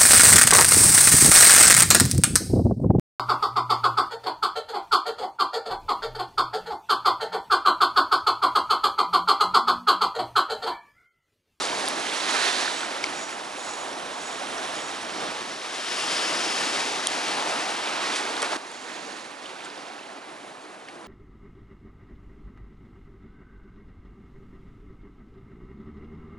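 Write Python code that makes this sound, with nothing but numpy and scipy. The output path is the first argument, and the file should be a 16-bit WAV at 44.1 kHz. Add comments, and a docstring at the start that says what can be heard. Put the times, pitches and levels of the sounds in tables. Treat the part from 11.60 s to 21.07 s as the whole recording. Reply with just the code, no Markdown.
"""Storm surf and a fishing reel

Storm waves wash over the concrete blocks of a pier while an angler winds a reel.
The surf is flickering bands of noise with sparse pops; bursts, foam and ringing drops stand out of it.
The reel sings as narrow metal resonances, one swell per handle turn, and its tackle clicks now and then.
At about 7 s the scene cuts, with a brief dip in level, to a quieter stretch of wash.
"""
import sys
import numpy as np
from scipy import signal
from scipy.fft import rfft, irfft, next_fast_len
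from scipy.io import wavfile
from scipy.ndimage import uniform_filter1d

SR = 44100
rng = np.random.default_rng(int(sys.argv[2]) if len(sys.argv) > 2 else 0)


def file_out(sig):
    """Save sig as 16-bit WAV at sys.argv[1]."""
    # one column per channel
    cols = np.atleast_2d(sig).T
    # limit, then scale
    lim = np.clip(cols, -1, 1)
    pcm = np.round(lim * 32767).astype(np.int16)
    wavfile.write(sys.argv[1], SR, pcm)


N = 417627
STEP = 32   # samples between control points

# Surf level, one list before and one after the cut between scenes: start_s, roar_db, wash_db
SURF_LEVELS = [
    [(0.0, -32, -33), (0.33, -31.5, -34.5), (0.52, -34.5, -32), (0.76, -29.5, -28), (0.91, -32.5, -28),
     (1.14, -34, -32), (1.92, -38, -40.5), (2.11, -36.5, -38.5), (2.31, -35, -39.5), (2.62, -36.5, -38.5),
     (3.07, -34.5, -35), (3.37, -37, -37.5), (3.65, -34.5, -36), (4.02, -38.5, -38), (4.27, -38, -33),
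     (4.54, -32.5, -29), (4.66, -32, -30), (5.08, -32.5, -29.5), (5.37, -33.5, -32), (5.59, -33.5, -31),
     (5.78, -30.5, -31), (6.13, -33, -32), (6.46, -32, -30), (6.81, -32.5, -34), (6.93, -31.5, -33.5),
     (6.97, -33, -35)],
    [(6.97, -39.5, -44), (7.11, -43, -43), (7.45, -41, -41), (7.72, -44, -44.5), (8.09, -41.5, -43.5),
     (8.59, -43.5, -46), (9.13, -45.5, -48), (9.32, -46.5, -50), (9.47, -44, -50)],
]
# Slower changes of the surf: start_s, rumble_db (against roar), fizz_db, spray_db (against wash),
# side_db (left over right, where the waves come from)
SURF_BALANCE = [(0, -11, -1, -12, -2.5), (.4, -10.5, -4, -13.5, -4), (.85, -12.5, -3, -13.5, -6),
                (1.3, -9.5, -6.5, -15, -3.5), (2, -13, -5, -12, -3.5), (3.2, -9.5, -6, -14, -3.5),
                (3.7, -8.5, -3.5, -15.5, -2.5), (4.3, -9.5, -3, -13.5, 1.5), (5.1, -9.5, -2.5, -13.5, 0.5),
                (6.1, -10.5, -4.5, -15.5, 0), (6.4, -11.5, -6.5, -19, -2), (6.9, -12, -4.5, -14, -2),
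                (7.3, -6.5, -5, -15.5, -5.5), (8.2, -9.5, -8, -16.5, -4), (9.47, -4.5, -9.5, -14.5, -1.5)]
# Wind on the microphone: start_s, level_db
WIND_GUSTS = [(0.0, -65), (0.45, -85), (1.34, -88), (1.42, -71), (1.53, -80), (3.82, -70), (4.06, -82),
              (4.56, -72), (7.7, -90), (9.44, -83), (9.47, -76)]
# Registers of wind, rumble, roar, wash, fizz and spray: low_hz, high_hz
SURF_REGISTERS = [(25, 80), (110, 400), (400, 1400), (1400, 4000), (4000, 6500), (8200, 11000)]
# Tone colour of the sea before the registers are levelled: pitch_hz, density_db (per Hz)
SEA_COLOUR = [(15, -68), (25, -45), (107, -21), (299, -2.5), (511, -4.5), (713, -1.5), (5110, -14.5),
              (10500, -16.5), (11300, -22), (14700, -56), (22000, -120)]
# Depth of the flicker in each band: pitch_hz, flicker_db
FLICKER_DEPTH = [(30, 6), (100, 4), (1000, 1.35), (3000, 1), (10000, 1.4)]
# Likeness of left and right: pitch_hz, likeness (0-1)
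STEREO_LIKENESS = [(60, 0.66), (200, 0.93), (400, 1), (1000, 0.79), (2000, 1), (5000, 0.88), (10000, 0.48)]
# How far the left channel leads the right: pitch_hz, lead_radians
LEFT_LEAD = [(60, .3), (200, 0.23), (500, 0.84), (1000, 1.04), (2000, 1.13), (4000, 0.72), (7500, 0.05),
             (11000, 0.05)]
# Inverted echo off the blocks: start_s, notch_spacing_hz, strength (0-1)
BLOCK_ECHO = [(0, 2630, 0.06), (.6, 2550, 0.15), (1.1, 2690, 0.26), (1.5, 2350, 0), (2.5, 2370, 0.25),
              (4.0, 2300, 0.06), (4.35, 2100, 0.2), (4.95, 1990, 0.16), (5.25, 2040, 0), (5.7, 2300, 0),
              (7.0, 2680, 0.1), (9.47, 2650, 0.1)]
# A band of the wash standing out as foam rushes by: start_s, length_s, level_db, pitch_hz, width_hz
FOAM_SURGES = [(0.697, 0.24, -32.5, 1500, 900), (0.72, 0.49, -37.5, 3900, 1600),
               (4.27, 0.76, -38.5, 5100, 800), (4.25, 0.29, -41, 2900, 650), (5.7, 0.28, -39, 830, 400),
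               (6.45, 0.16, -36, 2900, 3000), (7.22, 0.25, -47, 1300, 1000), (7.0, 0.73, -54.5, 6700, 1200),
               (7.8, 0.72, -55, 3400, 2300)]
# Water thumping and spattering on a block: start_s, level_db, t60_s, pitch_hz
BLOCK_SLAPS = [(.77, -36, .15, 400), (.829, -28, .12, 1700), (0.862, -23, 0.17, 1180),
               (1.001, -30, .2, 4000), (4.14, -35, 0.11, 3000), (6.519, -29, 0.22, 2500),
               (6.552, -32.5, 0.28, 5500), (6.8195, -24, 0.07, 550), (6.827, -20.5, .09, 600),
               (6.837, -26, .12, 1200), (6.92, -28.5, 0.18, 805), (7.36, -43, .2, 1800),
               (7.855, -44, .09, 3000), (8.042, -43, 0.22, 2500), (9.015, -55, .15, 5500),
               (9.284, -38.5, .07, 2100)]
# Metal tones of the reel: pitch_hz, width_hz (of the narrower resonance)
REEL_TONES = [(6805, 80), (7840, 85), (5670, 70), (5800, 70)]
# Handle turns: start_s, length_s, then level_db of each of the four reel tones
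HANDLE_TURNS = [(1.06, 0.25, -54, -48, -62, -60), (1.505, .25, -48, -52, -59, -49),
                (1.982, 0.26, -44.5, -53, -57, -62), (2.52, 0.29, -48, -53, -55, -62),
                (3.12, 0.25, -49.5, -55, -60, -62)]
# Rings of rod and reel: pitch_hz, width_hz (of the narrower resonance)
TACKLE_RINGS = [(2215, 260), (3140, 240), (3690, 360), (4750, 400), (5520, 380), (6400, 1100), (7420, 550),
                (8520, 550), (10000, 2400)]
# Clicks of the tackle: start_s, side_db (left over right), then peak_db of each of the nine rings
TACKLE_CLICKS = [(.022, -1, -50, -50, -50, -50, -45, -40, -26, -36, -40),
                 (.0533, -1, -40, -40, -40, -25, -30, -32, -32, -38, -40),
                 (.2565, -2, -40, -40, -40, -40, -34, -40, -29, -32, -31),
                 (.2645, -2, -40, -32, -40, -40, -36, -40, -40, -30, -30),
                 (.2722, -2, -45, -45, -40, -29, -33, -45, -45, -45, -45),
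                 (.2784, -5, -40, -35, -19.5, -21.5, -45, -45, -45, -45, -45),
                 (.2847, 7, -40, -40, -40, -40, -40, -45, -32, -26, -16),
                 (1.4404, 4, -15, -33, -30, -21, -21, -45, -26, -50, -45),
                 (3.1544, -2, -50, -45, -50, -50, -45, -45, -50, -50, -27),
                 (5.4706, -2.5, -30, -17, -13, -27, -21, -10.5, -18, -15, -3.5),
                 (6.56, 1, -23, -25, -28, -30, -30, -32, -35, -38, -38),
                 (6.7668, 2, -40, -35, -23.5, -35, -42, -42, -45, -45, -45),
                 (6.8194, -1, -30, -30, -29, -32, -28, -26, -28, -26, -25),
                 (6.8274, -1, -21, -30, -30, -27, -27, -28, -29, -24, -23),
                 (7.116, -1, -50, -50, -50, -50, -50, -48, -36, -46, -46),
                 (8.048, -4, -48, -48, -48, -48, -48, -48, -36, -39, -42),
                 (8.056, -4, -38, -42, -42, -42, -46, -46, -41, -41, -44)]
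# Single drops near the microphone: start_s, peak_db, pitch_hz
CLOSE_DROPS = [(7.528, -36, 4300), (7.857, -31, 3000), (7.864, -35, 3300), (7.997, -38, 3400),
               (8.006, -30, 2650), (8.064, -36, 2500), (8.085, -37, 4700), (8.101, -36, 4650),
               (8.158, -38, 3300), (8.267, -37, 2500), (8.268, -37, 3200), (8.334, -37, 3800),
               (8.465, -40, 2900), (9.2785, -38, 2900), (9.284, -38, 1750)]
# Shower of small drops: start_s, level_db (against wash)
DRIP_LEVEL = [(0, -7), (3, -10.5), (6.9, -16), (7.6, -15), (7.9, -8), (8.4, -9), (8.7, -20), (9.47, -12)]

SURGE_CLUMP_DB, SURGE_CLUMP_HZ = 2.5, 30   # spread and rate of the foam's unevenness
SLAP_WIDTH, SLAP_RISE_S = 0.96, 0.0022   # width over centre pitch; rise time
GEAR_TICKS_PER_S, GEAR_RUB = 120, 0.8   # uneven contacts; share of steady rubbing (0-1)
MAIN_ARCH, SIDE_ARCH = 0.3, 0.7   # powers of a turn's half sine: side tones speak nearer its height
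CHATTER_S, SPATTER_S = 0.0028, 0.0045   # time for the noise of a click or close drop to fall 30 dB
RING_SAMPLES = 1500   # length of a click or close drop
DROP_SHARPNESS = 8.6   # pitch over width
DRIPS_PER_S = 120
CUT_S, DIP_HALF_WIDTH_S, DIP_FLOOR_GAIN = 6.9705, 0.002, 0.15
LIMIT_DB, RECOVERY_DB_PER_S, LOOK_AHEAD = -5, 150, 200   # look-ahead in samples
CUTOFF_HZ = 11070


def from_db(db):
    """Decibels to gain."""
    return 10 ** (np.asarray(db) / 20)


def rms_one(x):
    """Scale to rms 1."""
    return x / np.sqrt(np.mean(x ** 2) + 1e-20)


def control_times():
    """Time in seconds of each control point."""
    return np.arange(N // STEP + 2) * STEP / SR


def coarse(rows):
    """Columns of a time table, read on the control grid."""
    times_s, *columns = np.transpose(rows)
    return np.array([np.interp(control_times(), times_s, column) for column in columns])


def fine(control):
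    """Control grid to samples."""
    return np.interp(np.arange(N) / STEP, np.arange(len(control)), control)


def at_hz(points, hz):
    """Read a curve on a log-frequency axis."""
    pitches, values = np.array(points).T
    return np.interp(np.log(hz), np.log(pitches), values)


def drift(rate_hz):
    """Smoothed chance on the control grid, spread 1."""
    r = np.exp(-2 * np.pi * rate_hz * STEP / SR)
    chance = rng.standard_normal(N // STEP + 2002)
    return rms_one(signal.lfilter([1], [1, -2 * r, r * r], chance)[2000:])


def arch(t, start_s, length_s):
    """Half a sine over the given length."""
    return np.sin(np.pi * np.clip((t - start_s) / length_s, 0, 1)).clip(0)


def resonance(x, hz, width_hz):
    """Two-pole resonance, gain about 1 at its pitch."""
    r = np.exp(-np.pi * width_hz / SR)
    feedback = [1, -2 * r * np.cos(2 * np.pi * hz / SR), r * r]
    return signal.lfilter(np.array([1, 0, -1]) * (1 - r * r) / 2, feedback, x)


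def double_resonance(x, hz, width_hz, widening=2):
    """A resonance followed by a wider one at the same pitch, for steeper skirts."""
    return resonance(resonance(x, hz, width_hz), hz, widening * width_hz)


def panned(x, side_db):
    """Mono to two channels; side_db is left over right."""
    return np.array([x * from_db(side_db / 2), x * from_db(-side_db / 2)])


def bubble_noise(hz, size):
    """Stereo spectrum of merged bubbles: dense noise with sparse bursting pops, coloured like the sea."""
    pop_gain = from_db(3.9 * np.minimum(rng.exponential(1, size), 3))
    pops = (rng.random(size) < 2500 / SR) * pop_gain * rng.choice([-1, 1], size)
    pop_share = at_hz([(500, 0.087), (3000, 0.17), (10000, 0.37)], hz)
    dense = rfft(rng.standard_normal(size))
    common = np.sqrt(1 - pop_share) * dense + np.sqrt(pop_share) * rfft(rms_one(pops))
    opposed = rfft(rng.standard_normal(size))
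    alike = at_hz(STEREO_LIKENESS, hz)
    pair = np.sqrt(1 + alike) * common + np.sqrt(1 - alike) * opposed * [[1], [-1]]
    return from_db(at_hz(SEA_COLOUR, hz)) * pair


def surf():
    """Countless bubbles merge into noise; third-octave bands swell with the wave and flicker in patches."""
    size = next_fast_len(N)
    hz = np.maximum(np.arange(size // 2 + 1) * SR / size, 1)
    pair = bubble_noise(hz, size)

    roar_db, wash_db = coarse(sum(SURF_LEVELS, []))
    rumble_db, fizz_db, spray_db, side_db = coarse(SURF_BALANCE)
    wind_db = coarse(WIND_GUSTS)[0]
    levels_db = np.array([wind_db, roar_db + rumble_db, roar_db,
                          wash_db, wash_db + fizz_db, wash_db + spray_db])
    # take off the level each register already has in the sea's colour
    power = from_db(at_hz(SEA_COLOUR, hz)) ** 2
    plain_db = [10 * np.log10(4 * np.sum(power[(hz > low) & (hz < high)]) / size)
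                for low, high in SURF_REGISTERS]
    swell_db = levels_db - np.array(plain_db)[:, None]
    middles = np.log([np.sqrt(low * high) for low, high in SURF_REGISTERS])

    splash = drift(15)   # shared by all bands
    neighbour = drift(4.3)
    thirds = 3 * np.log2(hz / 25)
    out = np.zeros((2, N))
    for k in range(28):
        centre_hz = 25 * 2 ** (k / 3)
        band = irfft(pair * np.clip(1 - np.abs(thirds - k), 0, 1), size)[:, :N]
        # blend the levels of the two nearest registers
        place = np.interp(np.log(centre_hz), middles, np.arange(6))
        gain_db = np.clip(1 - np.abs(np.arange(6) - place), 0, 1) @ swell_db
        # patches spread over nearby bands
        neighbour = 0.964 * neighbour + 0.17 * drift(15)
        splash_share = at_hz([(200, 0.15), (2000, 0.48)], centre_hz)
        flicker = splash_share * splash + 0.2 * neighbour + 0.66 * drift(32)
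        gain_db = gain_db + at_hz(FLICKER_DEPTH, centre_hz) * flicker
        # the bass follows the side of the waves least
        side_share = at_hz([(150, 0.086), (600, 0.32), (2500, 1)], centre_hz)
        fixed_side_db = at_hz([(150, -0.44), (900, -1.3), (4000, 0.76)], centre_hz)
        pan_db = side_share * side_db + fixed_side_db
        out[0] += band[0] * fine(from_db(gain_db + pan_db / 2))
        out[1] += band[1] * fine(from_db(gain_db - pan_db / 2))
    return out


def off_the_blocks(x):
    """An inverted echo from the concrete, a fraction of a millisecond late, combs the treble."""
    notch_hz, strength = coarse(BLOCK_ECHO)
    # the bass bends round the blocks, the top scatters
    treble = signal.filtfilt(*signal.butter(1, [2300, 6800], "band", fs=SR), x)
    late = np.arange(N) - SR / fine(notch_hz)
    echo = np.array([np.interp(late, np.arange(N), side) for side in treble])
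    return x - fine(strength) * echo


def surges():
    """Rushing foam is clumpy noise in one broad resonance, swelling and fading."""
    t, out = control_times(), 0
    side_db = fine(coarse(SURF_BALANCE)[3])
    for start_s, length_s, level_db, hz, width_hz in FOAM_SURGES:
        foam = rms_one(double_resonance(rng.standard_normal(N), hz, width_hz))
        clumps_db = SURGE_CLUMP_DB * drift(SURGE_CLUMP_HZ)
        out = out + foam * fine(arch(t, start_s, length_s) ** 0.47 * from_db(level_db + clumps_db))
    return panned(out, side_db)


def slaps():
    """Water hitting a block is a burst of broad noise that rises in about 2 ms and dies fast."""
    length = SR // 4
    out, t = np.zeros(N + SR), np.arange(length) / SR
    for start_s, level_db, t60_s, hz in BLOCK_SLAPS:
        burst = rms_one(double_resonance(rng.standard_normal(length), hz, SLAP_WIDTH * hz))
        envelope = from_db(level_db - 60 * t / t60_s) * np.minimum(t / SLAP_RISE_S, 1)
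        at = round(start_s * SR)
        out[at:at + length] += burst * envelope
    return out[:N]


def reel():
    """Uneven gear contacts and rubbing excite narrow metal resonances; each handle turn is one swell."""
    t, sing = control_times(), 0
    ticks = rms_one(rng.standard_normal(N) * (rng.random(N) < GEAR_TICKS_PER_S / SR))
    for k, (hz, width_hz) in enumerate(REEL_TONES):
        power = SIDE_ARCH if k else MAIN_ARCH
        swell = sum(from_db(tones_db[k]) * arch(t, start_s, length_s) ** power
                    for start_s, length_s, *tones_db in HANDLE_TURNS)
        contact = np.sqrt(GEAR_RUB) * rng.standard_normal(N) + np.sqrt(1 - GEAR_RUB) * ticks
        ring = rms_one(double_resonance(contact, hz, width_hz, widening=3))
        sing = sing + fine(swell * from_db(1.8 * drift(25))) * ring
    return panned(sing, -2.7)


def clicks():
    """Each contact is an impulse and a few milliseconds of chatter that set the tackle ringing."""
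    out, t = np.zeros((2, N)), np.arange(RING_SAMPLES) / SR
    for start_s, side_db, *peaks_db in TACKLE_CLICKS:
        noise = rng.standard_normal(RING_SAMPLES)
        chatter = 0.18 * noise * from_db(-30 * t / CHATTER_S) + (t == 0)
        sound = 0
        for k, ((hz, width_hz), peak_db) in enumerate(zip(TACKLE_RINGS, peaks_db)):
            ring = double_resonance(chatter, hz, width_hz)
            # neighbouring rings start with opposite sign
            sound = sound + (-1) ** k * from_db(peak_db) * ring / np.abs(ring).max()
        at = round(start_s * SR)
        out[:, at:at + RING_SAMPLES] += panned(sound, side_db)
    return out


def near_drops():
    """Each close drop is an impulse and a short spatter ringing at its own pitch."""
    out, t = np.zeros(N + SR), np.arange(RING_SAMPLES) / SR
    for start_s, peak_db, hz in CLOSE_DROPS:
        noise = rng.standard_normal(RING_SAMPLES)
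        spatter = 0.2 * noise * from_db(-30 * t / SPATTER_S) + (t == 0)
        ring = double_resonance(spatter, hz, hz / DROP_SHARPNESS)
        at = round(start_s * SR)
        out[at:at + RING_SAMPLES] += from_db(peak_db) * ring / np.abs(ring).max()
    return panned(out[:N], -3.5)


def droplets():
    """Lone drops and small splashes, dealt at random to ten pitches, ring a few cycles each."""
    sizes = from_db(4.5 * np.minimum(rng.exponential(1, N), 3)) * (rng.random(N) < DRIPS_PER_S / SR)
    dealt = rng.integers(0, 10, N)
    rings = 0
    for k, hz in enumerate(np.geomspace(1500, 5500, num=10)):
        drops = sizes * (dealt == k) + 1e-18   # the tiny offset keeps the filter out of denormals
        rings = rings + resonance(drops, hz, hz / 12) / hz
    wash_db = coarse(sum(SURF_LEVELS, []))[1]
    level_db = wash_db + coarse(DRIP_LEVEL)[0]
    return panned(rms_one(rings) * fine(from_db(level_db)), -2.5)


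def scene():
    """All sources together; the level dips for an instant at the cut between scenes."""
    from_cut_s = np.abs(np.arange(N) / SR - CUT_S)
    dip = np.clip(from_cut_s / DIP_HALF_WIDTH_S, DIP_FLOOR_GAIN, 1)
    sea = off_the_blocks(surf() + droplets())
    return dip * (sea + reel() + clicks() + slaps() + surges() + near_drops())


def limiter(x):
    """Peaks over the limit pull the gain down just before they pass; it climbs back steadily."""
    peak_db = 20 * np.log10(np.abs(x).max(axis=0) + 1e-9)
    over_db = np.maximum(peak_db - LIMIT_DB, 0)
    climb_db = RECOVERY_DB_PER_S * np.arange(N) / SR
    cut_db = np.maximum.accumulate(over_db + climb_db) - climb_db
    smooth_db = uniform_filter1d(cut_db, size=LOOK_AHEAD)
    return x * from_db(-np.roll(smooth_db, -LOOK_AHEAD // 2))


def record(dry):
    """The right channel lags by a phase that depends on pitch; a limiter ducks peaks; the top is cut."""
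    size = next_fast_len(N + 4096)
    hz = np.maximum(np.arange(size // 2 + 1) * SR / size, 1)
    lag = np.exp(-1j * at_hz(LEFT_LEAD, hz))
    right = irfft(rfft(dry[1], size) * lag, size)[:N]
    top_cut = signal.ellip(9, 0.3, 45, CUTOFF_HZ, fs=SR, output="sos")
    return signal.sosfilt(top_cut, limiter(np.array([dry[0], right])))


dry = scene()
out = record(dry)
file_out(out)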